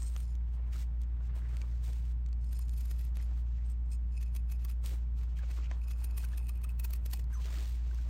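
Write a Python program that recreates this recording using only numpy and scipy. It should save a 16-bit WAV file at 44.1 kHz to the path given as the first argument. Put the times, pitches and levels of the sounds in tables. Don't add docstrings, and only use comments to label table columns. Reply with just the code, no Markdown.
import sys
import numpy as np
from scipy import signal
from scipy.fft import rfft, irfft, next_fast_len
from scipy.io import wavfile
from scipy.ndimage import uniform_filter1d

SR = 44100
rng = np.random.default_rng(int(sys.argv[2]) if len(sys.argv) > 2 else 0)


def master(y):
    cut = np.clip(np.atleast_2d(y).T, -1, 1)
    pcm = np.round(cut * 32767)
    wavfile.write(sys.argv[1], SR, pcm.astype(np.int16))


N = 356769

# peak_s, level_db, rise_ms, treble_db (against the middle)
THREAD_BITES = [(0.022, -50, 1.5, -8), (.177, -59, 3.1, 0), (.205, -56.5, 6.5, -1), (2.445, -61, 2.1, -2),
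                (2.531, -50.5, 5, 4), (2.5926, -45, 1.6, 8), (2.6835, -59.5, 4, -5),
                (2.7377, -56.5, 5.3, -1), (2.781, -52, 7.3, 4.5), (2.81, -52, 7, 2),
                (2.8576, -52.5, 4.9, 3.5), (2.9136, -45.5, 3.8, 2), (2.993, -55.5, 7.6, 4),
                (3.0137, -56, 6, 3), (3.0514, -55.5, 3.6, 10), (4.214, -56, 5, -4), (4.231, -51.5, 4, -2),
                (4.352, -48.5, 2.2, 4.5), (4.3655, -46.5, 5.5, 2), (4.501, -57.5, 3.5, -1),
                (4.5225, -48.5, 6.3, 2.5), (4.6515, -44.5, 3.4, 4.5), (5.19, -61, 5, -3),
                (5.235, -62, 5, -4), (5.514, -53, 6.6, -7), (5.8402, -61.5, 4.2, -5),
                (5.884, -51.5, 2.2, 2), (5.914, -51, 10.5, -1.5), (6.0465, -45, 6.2, 6.5),
                (6.111, -56, 2.1, 0), (6.181, -42, 5.2, 5), (6.2496, -48, 5.3, 4.5), (6.29, -60, 5, -1),
                (6.38, -46.5, 5, 4), (6.493, -46.5, 5.7, 4), (6.557, -60.5, 4, 4), (6.5756, -61, 2, 6),
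                (6.618, -61, 3.6, 4), (6.6437, -45.5, 4.1, 7), (6.706, -61.5, 5.9, 2),
                (6.799, -45, 3.4, 5.5), (6.8491, -43, 5.3, 3.5), (6.9085, -47.5, 1.8, 4),
                (6.9357, -40, 2.2, 5), (6.959, -56, 3, 6), (6.972, -61, 1.5, 12), (7.062, -43.5, 3.3, 2.5),
                (7.1138, -50, 2.4, 3), (7.136, -38, 4.9, 1.5), (7.197, -51, 4, -2.5),
                (7.444, -58.5, 2.6, -9), (7.696, -56, 5.7, -1)]


def amp(db):
    return 10 ** (np.asarray(db) / 20)


def unit(x):
    return x / np.sqrt(np.mean(np.abs(x) ** 2) + 1e-20)


def along(points, hz):
    pitches, values = np.transpose(points)
    return np.interp(np.log(hz + 1), np.log(pitches + 1), values)


def curves(rows):
    times, *columns = np.transpose(rows)
    return [np.interp(np.arange(N) / SR, times, column) for column in columns]


def wobble(rate):
    knots = rng.standard_normal(int(N * rate / SR) + 2)
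    return np.interp(np.arange(N) * rate / SR, np.arange(len(knots)), knots)


def filtered(x, response):
    size = next_fast_len(N + 8192)
    return irfft(rfft(x, size) * response(np.fft.rfftfreq(size, 1 / SR)), size)[..., :N]


def noise(colour):
    return unit(filtered(rng.standard_normal(N), lambda hz: amp(along(colour, hz))))


def gritty(slow_db, fast_db):
    return unit(amp(slow_db * wobble(50) + fast_db * wobble(500)))


def patchy(x, depth_db):
    spectrum = signal.stft(x, nperseg=256)[2]
    patches = uniform_filter1d(rng.standard_normal(spectrum.shape[-2:]), size=3, axis=0)
    patches = unit(uniform_filter1d(patches, size=14, axis=1))
    return unit(signal.istft(spectrum * amp(depth_db * patches), nperseg=256)[1][..., :N])


def swells(start_s, hold_s, db, rise_s, fade_s):
    power = np.zeros(N)
    for start, hold, level_db, rise in np.broadcast(start_s, hold_s, db, rise_s):
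        first = max(round((start - 3 * rise) * SR), 0)
        last = min(round((start + hold + 3 * fade_s) * SR), N)
        t = np.arange(first, last) / SR - start
        drop_db = 20 * np.maximum(-t / rise, (t - hold) / fade_s).clip(min=0)
        power[first:last] += amp(level_db - drop_db) ** 2
    return np.sqrt(power)


def resonance(force, hz, db, width_hz):
    carrier = np.exp(2j * np.pi * np.cumsum(hz) / SR)
    keep = np.exp(-np.pi * width_hz / SR)
    smoothed = signal.lfilter([1 - keep], [1, -keep], force / carrier)
    return 2 * amp(db) * (smoothed * carrier).real


def hum(pitch_hz=58.71):
    # time_s, level_db
    levels = [(0.3, -34), (3.29, -33), (7.78, -34), (7.8, -33)]
    phase = 2 * np.pi * pitch_hz * np.arange(N) / SR
    octave = amp(-26 + 3.9 * wobble(2.3)) * np.sin(2 * phase + 0.75 * wobble(2.7))
    gain = amp(curves(levels)[0] + 0.074 * wobble(3.7))
    return np.sqrt(2) * gain * (np.sin(phase) + octave)


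def room():
    # pitch_hz, level_db (per Hz)
    colour = [(18, -94.5), (35, -74.5), (70, -68), (92, -73), (118, -73), (150, -74.5), (200, -82.5),
              (300, -92), (450, -99.5), (800, -99), (1500, -106), (2500, -111), (4000, -119), (7000, -125),
              (12500, -127), (16000, -133)]
    # pitch_hz, likeness (1 is the same)
    likeness = [(60, 0.93), (130, 1), (290, 0.87), (640, 0.19), (1410, 0.66), (3100, 1), (6000, 1),
                (15000, 0.93)]

    def response(hz):
        spread = np.arccos(np.clip(along(likeness, hz), -1, 1)) / 2
        return np.sqrt(SR / 2) * amp(along(colour, hz)) * [np.cos(spread), np.sin(spread)]

    mid, side = filtered(rng.standard_normal((2, N)), response)
    return np.array([mid + side, mid - side])


def drag(offset_db):
    peak_s, level_db = np.transpose(THREAD_BITES)[:2]
    return swells(peak_s, 0, level_db + offset_db, rise_s=0.044, fade_s=0.063)


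def cloth():
    # start_s, hold_s, level_db, hiss_db (against that level)
    moves = [(0, 0.23, -67.5, 2.5), (0.264, 0.089, -78.5, -6.5), (0.473, 0.018, -82.5, -9),
             (0.537, 0.014, -71.5, -0.5), (.67, .04, -80, -2), (0.732, 0.086, -59.5, -1.5),
             (1.011, 0.013, -72, -3), (1.226, 0.047, -71.5, -5), (1.359, 0.033, -67, 2),
             (1.42, .08, -74.5, -6), (1.485, 0.2, -69, -3), (1.698, 0.13, -72, -6.5),
             (1.838, 0.064, -61, 0), (1.926, 0.071, -65, -1.5), (2.02, 0.092, -71, -2),
             (2.51, 0.13, -73.5, -6), (2.8, 0.28, -69, -0.5), (3.157, 0.065, -65, -9),
             (3.255, .15, -73, -8), (3.373, .03, -73.5, 1.5), (3.464, 0.27, -75.5, -12.5),
             (3.92, 0.026, -75, -2), (4.154, 0.15, -84.5, -2), (4.597, .05, -71.5, -7.5),
             (4.686, 0.019, -63.5, -2.5), (4.842, 0.1, -57.5, 1.5), (4.976, 0.056, -74.5, -8),
             (5.173, 0.068, -69, -4.5), (5.283, 0.049, -74, -10), (5.371, 0.018, -64.5, -2.5),
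             (5.427, 0.056, -68, -10), (5.49, 0.089, -64.5, -3), (5.568, 0.088, -64.5, -14.5),
             (5.705, 0.036, -65, -14.5), (5.758, 0.037, -75, 0), (5.98, .06, -68.5, 3.5),
             (6.211, 0.034, -62, 2.5), (6.32, 0.022, -64.5, -9), (6.893, 0.061, -68, 0),
             (7.31, .07, -70, -7.5), (7.402, 0.083, -59, -4), (7.505, 0.15, -57, -3.5),
             (7.66, 0.094, -63, -1.5), (7.764, 0.12, -69.5, -8), (7.872, .22, -66.5, -5.5)]
    # pitch_hz, level_db
    thread_colour = [(300, -16.5), (1000, -9.5), (2200, -0.5), (3500, -0.5), (5000, -1.5), (7500, -4),
                     (9000, -28.5), (14000, -66)]
    # pitch_hz, level_db
    hiss_colour = [(4000, -61.5), (7000, -9), (8200, -0.5), (11000, -3), (13000, -4.5), (16000, -5)]
    # pitch_hz, level_db
    layer_colour = [(700, -30), (1300, -6), (2200, 0.5), (3200, -5.5), (5000, -23.5)]
    # pitch_hz, level_db
    fold_colour = [(150, -27.5), (300, 0.5), (500, -4), (800, -6.5), (1200, -6.5), (2200, -14.5),
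                   (4000, -23.5), (8000, -54)]
    # time_s, level_db
    fold_levels = [(0, -60), (.25, -72), (.6, -62), (1.1, -71.5), (1.37, -54), (1.6, -56.5), (1.77, -72),
                   (2.1, -92), (2.9, -76), (3.3, -63), (3.6, -88), (4.6, -84.5), (5.3, -66.5),
                   (5.43, -55.5), (5.55, -64), (5.73, -59), (5.85, -66), (6.05, -63.5), (6.28, -58),
                   (6.45, -67), (7.0, -65), (7.08, -63), (7.3, -68), (7.58, -57.5), (7.8, -77), (8.09, -61)]
    start_s, hold_s, level_db, hiss_db = np.transpose(moves)
    rise_s = 0.024 * amp(-0.26 * (level_db + 68))
    layer_db = -9.5 - 0.65 * hiss_db
    move_gain, hiss_gain, layer_gain = [swells(start_s, hold_s, level_db + offset, rise_s, fade_s=0.042)
                                        for offset in (0, hiss_db, layer_db)]
    flicks = 1 + uniform_filter1d((rng.random(N) < 90 / SR) * 40 * rng.random(N), size=30)
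    threads = np.hypot(move_gain, drag(-26)) * noise(thread_colour)
    hiss = hiss_gain * noise(hiss_colour)
    layers = layer_gain * patchy(noise(layer_colour), depth_db=5.5)
    swish = gritty(slow_db=1.5, fast_db=2) * flicks * (threads + hiss + layers)
    folds = patchy(noise(fold_colour) + amp(-13) * np.outer([1, -1], noise(fold_colour)), depth_db=3)
    fold_gain = np.hypot(amp(curves(fold_levels)[0] - 5.5), amp(-3.5) * move_gain)
    return swish, fold_gain * gritty(slow_db=3, fast_db=3.5) * folds


def scrape():
    # start_s, hold_s, low_db, high_db
    strokes = [(0, .12, -65, -68.5), (0.195, .15, -68, -73), (2.412, 0.075, -69, -76),
               (2.513, 0.11, -61.5, -64), (2.653, .41, -66.5, -64.5), (3.156, 0.11, -71, -63.5),
               (3.664, 0.06, -75, -72), (3.878, .03, -69, -75.5), (3.914, 0.039, -62.5, -63.5),
               (4.13, 0.16, -68, -74), (4.487, .07, -70, -68), (4.6, 0.062, -72, -65.5),
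               (4.69, .03, -65, -54), (5.82, 0.38, -69, -71.5), (6.167, 0.35, -72.5, -65),
               (6.475, 0.099, -76, -69), (6.616, 0.11, -74, -66), (6.753, 0.17, -90, -78),
               (7.063, .16, -67, -68), (7.328, 0.025, -69, -55), (7.36, .04, -67, -66)]
    start_s, hold_s, low_db, high_db = np.transpose(strokes)
    low_gain, high_gain = [swells(start_s, hold_s, db, rise_s=0.021, fade_s=0.014)
                           for db in (low_db, high_db)]
    low_noise = noise([(800, -17), (2300, -2), (7500, -1), (8500, -32), (14000, -69)])
    high_noise = noise([(4000, -60), (7000, -21.5), (8000, -0.5), (12000, -1.5), (16000, -11.5)])
    low = amp(7.5) * np.hypot(low_gain, drag(-23)) * low_noise
    high = amp(0.5) * np.hypot(high_gain, drag(-17)) * high_noise
    return gritty(slow_db=5, fast_db=6) * (low + high)


def blades(force, low_hz=2554, tip_hz=14800):
    # pitch_hz, width_hz, level_db
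    notes = [(4360, 180, -9.5), (5125, 99, -1.5), (6300, 140, -13.5), (6820, 34, 0), (9720, 350, -2),
             (10860, 120, 2), (11740, 135, 2.5), (13800, 250, -14), (13700, 160, 4.5)]
    # time_s, high_hz, high_db, low_db, tip_db (the free tips)
    crossing = [(0, 8200, 21, -17, -1), (.3, 9120, 8.5, -21, -6.5), (.75, 8460, 9, -1, -2),
                (2.5, 8660, 8.5, -12, -13.5), (3.03, 9500, -1.5, -5, -5), (3.3, 8900, 0.5, 3, -7),
                (3.73, 8300, 14.5, -8, 7), (4.22, 9150, 7.5, 5, -4), (4.72, 9180, -3, 8, 3),
                (4.85, 8400, -1, -13, -7), (5.7, 8600, 11, 9, -9), (5.85, 9130, 6.5, 4, -5),
                (6.2, 9220, 5, 4, 1), (6.65, 8570, 3, 13, 4.5), (6.8, 8360, -1, 7, 17),
                (7.35, 8400, 2, -4, 3.5)]

    def response(hz):
        return sum((-1) ** k * amp(db) * 1j * hz * width / (pitch ** 2 - hz ** 2 + 1j * hz * width)
                   for k, (pitch, width, db) in enumerate(notes))

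    high_hz, high_db, low_db, tip_db = curves(crossing)
    high = resonance(force, high_hz, high_db, width_hz=168)
    low = resonance(force, np.full(N, low_hz), low_db + 0.98 * wobble(25), width_hz=100)
    tips = resonance(force, np.full(N, tip_hz), tip_db, width_hz=490)
    return filtered(force, response) + high + low + tips


def bites_and_ticks():
    # peak_s, level_db, treble_db, bass_db (both against the middle)
    ticks = [(.164, -38.5, -10.5, -3.5), (0.3532, -51, -10, -8), (1.017, -49, -1, -13),
             (1.035, -55, -22, -7), (1.569, -42.5, -9.5, -5), (1.6159, -43.5, -29, -7),
             (1.9322, -47.5, -7, -19), (2.2625, -50.5, -17, -14), (2.288, -58, -15, -10),
             (2.3293, -50, -17, -20), (2.6943, -46, -10, -11), (3.1706, -40, 3, 3.5),
             (5.7133, -47.5, -28, 11), (6.4698, -50, -3, -8), (7.173, -45.5, 2, -11),
             (7.242, -54.5, -7, -11), (7.9464, -49.5, -5, -15)]
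    reach = SR // 40
    t_ms = np.arange(-reach, reach) / SR * 1000
    bass = [(300, 1), (600, -8), (1800, -6.5), (2600, -22), (6000, -68)]
    middle = [(1000, -0.5), (2000, 4.5), (7500, 4), (9000, -23), (14000, -70)]
    treble = [(4000, -67), (7000, -23), (8500, 6), (13000, 9.5), (16000, -2)]
    snaps = amp(2.7 * wobble(900)) * np.array([noise(band) for band in (bass, middle, treble)])
    snaps = np.pad(snaps, ((0, 0), (reach, reach)))
    bursts = [(s, db, ms, 0.76 * ms, treble_db, -5.5) for s, db, ms, treble_db in THREAD_BITES]
    bursts += [(s, db, 0.06, 0.58 - 0.03 * treble_db, treble_db, bass_db)
               for s, db, treble_db, bass_db in ticks]
    out = np.zeros(N + 2 * reach)
    for peak_s, level_db, rise_ms, fall_ms, treble_db, bass_db in bursts:
        from_peak = np.where(t_ms < 0, -t_ms / rise_ms, t_ms / fall_ms)
        shape = amp(-8 * from_peak ** 1.07)
        span = slice(round(peak_s * SR), round(peak_s * SR) + 2 * reach)
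        burst = shape * snaps[:, span]
        burst *= np.linalg.norm(shape) / np.linalg.norm(burst, axis=1, keepdims=True)
        middle_db = level_db - 10 * np.log10(1 + amp(2 * treble_db))
        out[span] += amp(middle_db + np.array([bass_db, 0, treble_db])) @ burst
    return out[reach:][:N]


def stereo_blur(sound, fade_s=0.044):
    t = np.arange(SR // 12) / SR
    tail = rng.standard_normal((2, len(t))) * amp(-60 * t / fade_s)
    tail = signal.lfilter([1], [1, -0.6], tail)
    delayed = np.pad(sound, (60, 0))[None]
    return signal.fftconvolve(delayed, tail / np.linalg.norm(tail[0]), axes=1)[:, :N]


def pops(rise_s=0.0021, fade_s=0.032):
    # start_s, level_db, pitch_hz
    events = [(1.616, -45.5, 2320), (2.592, -51.5, 1090), (4.652, -49.5, 1140), (5.39, -45, 1650),
              (5.43, -47, 1470), (5.434, -45, 530), (5.714, -47, 2070), (5.716, -43.5, 1020),
              (6.015, -49, 850), (6.04, -51, 840), (6.24, -44, 1500), (6.333, -45.5, 1690),
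              (6.496, -48.5, 1210), (6.645, -45, 1270), (6.847, -45.5, 946), (7.136, -42.5, 810),
              (7.19, -48, 455), (7.91, -47.5, 1570), (7.933, -54, 1090), (7.985, -49.5, 1510)]
    out = np.zeros(N + SR)
    t = np.arange(SR // 10) / SR
    shape = amp(0.5 - 60 * t / fade_s) * (1 - np.exp(-t / rise_s))
    roughness = 0.76 * wobble(400)
    for start_s, level_db, pitch_hz in events:
        span = slice(round(start_s * SR), round(start_s * SR) + len(t))
        out[span] += amp(level_db) * shape * np.sin(2 * np.pi * pitch_hz * t + roughness[span])
    return out[:N]


def pivot_squeak(start_s=7.325, from_hz=1610, to_hz=1020, drop_after_s=0.028, glide_s=0.0061):
    span = slice(round((start_s - 0.05) * SR), round((start_s + 0.15) * SR))
    t = np.arange(N)[span] / SR - start_s
    pitch_hz = to_hz + (from_hz - to_hz) / (1 + np.exp((t - drop_after_s) / glide_s))
    slips = rng.standard_normal(len(t))
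    shaky_hz = pitch_hz * (1 + 0.016 * wobble(200)[span])
    tone = np.sqrt(2) * np.sin(2 * np.pi * np.cumsum(shaky_hz) / SR)
    rasp = unit(resonance(slips, pitch_hz, db=0, width_hz=150))
    squeak = 0.8 * amp(3 * wobble(200)[span]) * tone + 0.5 * rasp
    chirp = unit(resonance(slips, hz=np.full(len(t), 6070), db=0, width_hz=43))
    out = np.zeros(N)
    out[span] = swells(start_s, hold_s=0.08, db=-61, rise_s=0.006, fade_s=0.0086)[span] * squeak
    out[span] += swells(start_s + 0.017, hold_s=0, db=-56.5, rise_s=0.016, fade_s=0.043)[span] * chirp
    return out


def scene():
    swish, rustle = cloth()
    snaps = bites_and_ticks()
    ringing = blades(scrape() + snaps + amp(-15) * swish)
    cutting = amp(-2.5) * snaps + ringing + pops() + pivot_squeak()
    background = hum() * amp([[0.1], [-0.1]]) + room()
    return background + amp(-2) * swish + rustle + cutting + amp(-20.5) * stereo_blur(cutting)


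def record(dry, top_hz=15830):
    # pitch_hz, lead_radians
    left_lead = [(20, 0), (2400, 0), (3100, .5), (3900, .25), (4900, 0), (8600, 0), (9200, -1.8),
                 (9750, -2.7), (10500, -3.4), (11800, -6.2), (12300, -6.4), (13600, -9.3), (14350, -9.8),
                 (15200, -12.1), (15900, -12.8)]
    return filtered(dry, lambda hz: np.exp(0.5j * np.outer([1, -1], along(left_lead, hz))) * (hz < top_hz))


dry = scene()
out = record(dry)
master(out)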